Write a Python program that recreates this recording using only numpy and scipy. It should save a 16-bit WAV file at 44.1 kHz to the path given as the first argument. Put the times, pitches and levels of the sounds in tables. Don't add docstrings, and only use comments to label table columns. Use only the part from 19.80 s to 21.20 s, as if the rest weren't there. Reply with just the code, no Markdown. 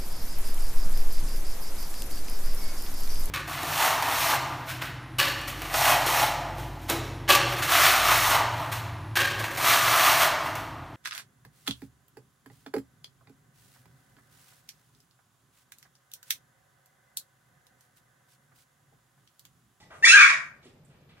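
import sys
import numpy as np
from scipy import signal
from scipy.fft import rfft, irfft, next_fast_len
from scipy.io import wavfile
from scipy.ndimage import uniform_filter1d, minimum_filter1d

SR = 44100
rng = np.random.default_rng(int(sys.argv[2]) if len(sys.argv) > 2 else 0)


def master_out(mix):
    frames = np.transpose(np.atleast_2d(mix))
    ceiling = np.clip(frames, -1, 1)
    pcm = np.round(ceiling * 32767).astype(np.int16)
    wavfile.write(sys.argv[1], SR, pcm)


def makeup_ratio(level_db):
    decades = np.asarray(level_db, float) / 20
    return 10 ** decades


N = 61740

# frequency_hz, density_db (per Hz)
AIR_SPECTRUM = [(25, -12), (145, -5.5), (353, -14.5), (600, -14.5), (1200, -24), (3000, -29), (7500, -38.5),
                (14000, -38.5)]
HUM_DB = -61
BOOM_HZ, BOOM_WIDTH_HZ, BOOM_DB = 150, 29, -64
# frequency_hz, alike_share
LIKENESS = [(25, 0.86), (150, 0.86), (350, 1), (800, .4), (3000, 0.059)]

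# start_s, length_s, level_db, centre_hz, width_octaves
PAW_SCUFFS = [(.0, 0.054, -61, 1980, 2.9), (0.102, .085, -51, 889, 2.03), (.110, 0.2, -70.5, 6116, 1.5),
              (.21, 0.11, -58, 300.7, 1.7), (.36, 0.21, -59.5, 343.2, 2.2), (0.826, 0.081, -63, 2462, 1.7),
              (.845, 0.036, -71.5, 7867, 0.68), (.855, 0.035, -56, 342, 1.2), (1.048, .025, -70, 8200, 0.4),
              (1.10, 0.091, -68.5, 1335, 2.1), (1.2, 0.0667, -73.5, 999, 2.79),
              (1.29, .05, -65.5, 3000, .7), (1.29, 0.055, -67, 1467, 1.3), (1.365, .05, -62, 1446, 1.75)]
GRIT_PER_S = 500
# start_s, length_s, pitch_hz, level_db
WHIMPERS = [
    (0.0093, 0.024, 840, -55.5),
    (0.019, 0.032, 1984, -61),
    (0.5, .07, 635, -49.5),
    (.52, 0.029, 690, -47),
    (0.457, 0.046, 880, -52.5),
]
# start_s, peak_db, pitch_hz
FLOOR_THUMPS = [
    (0.158, -48, 105),
    (0.873, -57, 190.4),
    (1.093, -45.5, 150),
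    (1.287, -48, 150),
    (1.354, -52, 150),
]
THUMP_T60_S = 0.098

# time_s, pitch_hz, level_db, roughness_0_to_1, overtones_db (above the mouth)
CLIMB = [
    (.226, 883, -32.5, 0, -13.5),
    (.244, 922.4, -7, 0, -22),
    (.250, 1157, -15.5, 0, 1),
    (.266, 1149, -17, .25, 8),
    (.288, 1350, -16, 0.22, 7.5),
    (.304, 1302, -11.5, 0.1, -2.5),
    (.320, 1411, -17, .04, -4.5),
    (.329, 1518, -13.5, 0.2, -3.5),
    (.345, 1623, -11.5, 0, -5),
]
# start_s, length_s, level_db, centre_hz, width_octaves
VOICE_CRACK = [
    (.262, 0.031, -23, 1636, .6),
]
# time_s, pitch_hz, level_db, roughness_0_to_1, overtones_db
SAG = [
    (.328, 1310, -29.5, .15, -8.5),
    (.348, 1271, -25, .15, -4.5),
    (.378, 1212, -9.5, 0.2, -3.5),
    (.405, 1197, -16.5, 0.5, -5),
    (.425, 1126, -12.5, .2, -6),
    (.460, 1126, -17, 0.4, -11),
    (.485, 942.8, -30.5, 0.63, -5.5),
    (.505, 1005, -21.5, 0.77, -6),
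    (.54, 813.4, -45.5, 0.88, -10),
]
# time_s, pitch_hz, level_db, roughness_0_to_1, overtones_db
HOARSE_TOP = [
    (.340, 1586, -25.5, 0.2, -14.5),
    (.355, 1687, -8.5, 0.5, -7.5),
    (.372, 1583, -15.5, 0.8, -8),
    (.395, 1499, -12, 0.8, -15),
    (.420, 1414, -15.5, .6, -12),
]
JITTER, JITTER_HZ, SHIMMER_HZ, RELEASE_S = .05, 150, 253.9, 0.004
HOARSER_PER_OVERTONE = .04
BREATH_DB = -4.5
MOUTH_TOP_HZ = 2685
THIN_BELOW_HZ, THIN_OVER_HZ = 1500, 119
# frequency_hz, gain_db
THROAT = [(700, -42), (930, -15), (1550, 1.5), (2050, -0.5), (2450, 7.5), (2870, -8), (3080, -6.5),
          (6700, -14.5)]
# centre_hz, width_hz, gain_db
MOUTH = [(5300, 500, 0), (6700, 600, 4), (7950, 1200, -6.5), (9030, 400, 5.5), (10562, 400, -7.5),
         (11800, 900, 8.5)]
THROAT_FALL_DB_PER_KHZ = 3
EDGE_HZ, EDGE_DB_PER_KHZ, EDGE_DEPTH_DB = 9500, 43.5, 18

# frequency_hz, t60_s
PEN_DECAY = [(500, .5), (1400, 0.42), (3500, 0.3), (9000, .33)]
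PEN_DB, PEN_BUILD_S, FIRST_ECHO_S = 2, .015, .006
# left_lag_s, right_lag_s, level_db
WALL_ECHOES = [
    (.0031, 0.0026, -7.5),
    (.033, .0325, -7.5),
]
# frequency_hz, difference_db
PORTS = [(500, -0.5), (1500, 2.5), (2500, 0), (4500, -3.5), (8000, -13.5), (12000, -4)]
LEFT_LAG_S = .0001
LIMIT, LOW_CUT_HZ, CUTOFF_HZ = .95, 30, 15500


def rms_one(x):
    return x / np.sqrt(np.mean(x ** 2) + 1e-20)


def at_hz(points, hz):
    table_hz, value = np.transpose(points)
    return np.interp(np.log(hz), np.log(table_hz), value)


def drift(rate_hz):
    pole = np.exp(-2 * np.pi * rate_hz / SR)
    settle = 20000
    noise = rng.standard_normal(N + settle)
    return rms_one(signal.lfilter([1], [1, -2 * pole, pole * pole], noise)[settle:])


def band(x, low_hz, high_hz):
    sos = signal.butter(2, [low_hz, min(high_hz, .45 * SR)], "band", fs=SR, output="sos")
    return signal.sosfilt(sos, x)


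def bands():
    edges = 20 * 2 ** np.arange(0, 10.1, .5)
    return zip(edges, edges[1:], np.sqrt(edges[1:] * edges[:-1]))


def pair(noises, hz):
    alike = np.clip(at_hz(LIKENESS, hz), 0, 1)
    shared = np.sqrt(1 + alike) * noises[0]
    opposed = np.sqrt(1 - alike) * noises[1] * [[1], [-1]]
    return (shared + opposed) / np.sqrt(2)


def hum():
    air, white = 0, rng.standard_normal((2, 2, N + SR))
    for k, (low, high, hz) in enumerate(bands()):
        noise = pair(band(white[k % 2], low, high)[:, SR:], hz)
        air = air + makeup_ratio(at_hz(AIR_SPECTRUM, hz) + 1.5 * drift(24)) * noise
    half = BOOM_WIDTH_HZ / 2
    boom = band(rng.standard_normal(N + SR), BOOM_HZ - half, BOOM_HZ + half)[SR:]
    return makeup_ratio(HUM_DB) * rms_one(air) + makeup_ratio(BOOM_DB) * rms_one(boom)


def bursts(rows):
    t, out = np.arange(N) / SR, np.zeros(N)
    for start, length, db, hz, octaves in rows:
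        white = rng.standard_normal(N)
        grain_gain = makeup_ratio(4.3 * np.minimum(rng.exponential(1, N), 2))
        grit = white * (1 + grain_gain * (rng.random(N) < GRIT_PER_S / SR))
        half = 2 ** (octaves / 2)
        u = np.maximum(t - start, 0) / length
        envelope = np.minimum(25 * u, 1) * np.exp(-(1.245 * u) ** 4)
        out += makeup_ratio(db) * rms_one(band(grit, hz / half, hz * half)) * envelope
    return out


def whimpers():
    t, out = np.arange(N) / SR, np.zeros(N)
    for start, length, hz, db in WHIMPERS:
        phase = 2 * np.pi * np.cumsum(hz * (1 + 0.029 * drift(33))) / SR
        swell = np.sin(np.pi * np.clip((t - start) / length, 0, 1))
        out += makeup_ratio(db) * np.sin(phase) * swell
    return out


def thumps():
    out = np.zeros(N)
    for start, db, hz in FLOOR_THUMPS:
        t = np.maximum(np.arange(N) / SR - start, 0)
        onset = np.minimum(t * hz, 1)
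        out += makeup_ratio(db - 60 * t / THUMP_T60_S) * np.sin(2 * np.pi * hz * t) * onset
    return out


def throat_db(hz):
    bumps = sum(db * np.exp(-((hz - centre) / width) ** 2) for centre, width, db in MOUTH)
    edge = np.clip(EDGE_DB_PER_KHZ * (hz - EDGE_HZ) / 1000, 0, EDGE_DEPTH_DB)
    fall = THROAT_FALL_DB_PER_KHZ * np.maximum(hz - THROAT[-1][0], 0) / 1000
    return at_hz(THROAT, np.maximum(hz, 1)) - fall - edge + bumps


def voice(rows, thin_db):
    t = np.arange(N) / SR
    times, *columns = np.transpose(rows)
    hz, db, rough, over_db = [np.interp(t, times, c) for c in columns]
    rough = np.clip(rough, 0, 1)
    hz = uniform_filter1d(hz, size=150) * (1 + JITTER * rough * drift(JITTER_HZ))
    phase = 2 * np.pi * np.cumsum(hz) / SR
    out = makeup_ratio(BREATH_DB) * np.sqrt(rough) * rng.standard_normal(N) * (1 + np.cos(phase))
    thinness = np.clip((THIN_BELOW_HZ - hz) / THIN_OVER_HZ, 0, 1)
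    power = 0
    for k in range(1, 15):
        above_mouth = np.clip((k * hz - MOUTH_TOP_HZ) / 200, k > 2, 1)
        gain = makeup_ratio(over_db * above_mouth + (k == 1) * thin_db * thinness)
        share = np.clip(rough + HOARSER_PER_OVERTONE * max(k - 2, 0), 0, .9)
        rate_hz = SHIMMER_HZ * np.sqrt(k)
        shake = np.sqrt(share) * (drift(rate_hz) + 1j * drift(rate_hz)) / np.sqrt(2)
        out = out + gain * np.real((np.sqrt(1 - share) + shake) * np.exp(1j * k * phase))
        power = power + (gain * makeup_ratio(throat_db(k * hz))) ** 2 / 2
    gate = (t > times[0]) * np.exp(-np.maximum(t - times[-1], 0) / RELEASE_S)
    out = makeup_ratio(db) * gate * out / np.sqrt(uniform_filter1d(power, size=300))
    return irfft(rfft(out) * makeup_ratio(throat_db(np.fft.rfftfreq(N, 1 / SR))), N)


def yelp():
    return voice(CLIMB, thin_db=-14) + bursts(VOICE_CRACK) + voice(SAG, thin_db=-2) + voice(HOARSE_TOP, thin_db=2.5)


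def pen(x):
    t = np.arange(SR // 2 + SR // 4) / SR
    white, tail = rng.standard_normal((2, 2, len(t))), 0
    for k, (low, high, hz) in enumerate(bands()):
        t60 = at_hz(PEN_DECAY, hz)
        die = makeup_ratio(-60 * t / t60) / np.sqrt(t60 * SR / np.log(1e6))
        tail = tail + pair(band(white[k % 2], low, high), hz) * die
    build = 1 - np.exp(-np.maximum(t - FIRST_ECHO_S, 0) / PEN_BUILD_S)
    tail = makeup_ratio(PEN_DB) * tail * build
    size = next_fast_len(N + len(t))
    hz = np.maximum(np.fft.rfftfreq(size, 1 / SR), 1)
    early = np.exp(-2j * np.pi * hz * LEFT_LAG_S * np.array([[1], [0]]))
    for *lag, db in WALL_ECHOES:
        early = early + makeup_ratio(db) * np.exp(-2j * np.pi * hz * np.array(lag)[:, None])
    port = makeup_ratio(at_hz(PORTS, hz) / 2 * np.array([[1], [-1]]))
    return irfft(rfft(x, size) * (early + rfft(tail, size)) * port, size)[:, :N]


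def scene():
    return hum() + thumps() + pen(bursts(PAW_SCUFFS) + whimpers() + yelp())


def top_cut(x):
    return signal.sosfilt(signal.butter(12, 15470, fs=SR, output="sos"), x)


def record(dry):
    x = signal.sosfilt(signal.butter(2, LOW_CUT_HZ, "high", fs=SR, output="sos"), dry)
    gain = np.minimum(1, LIMIT / (np.abs(x).max(axis=0) + 1e-9))
    x = x * uniform_filter1d(minimum_filter1d(gain, size=401), size=401)
    x = signal.sosfilt(signal.cheby2(12, 40, CUTOFF_HZ + 300, fs=SR, output="sos"), x)
    return top_cut(x)


dry = scene()
out = record(dry)
master_out(out)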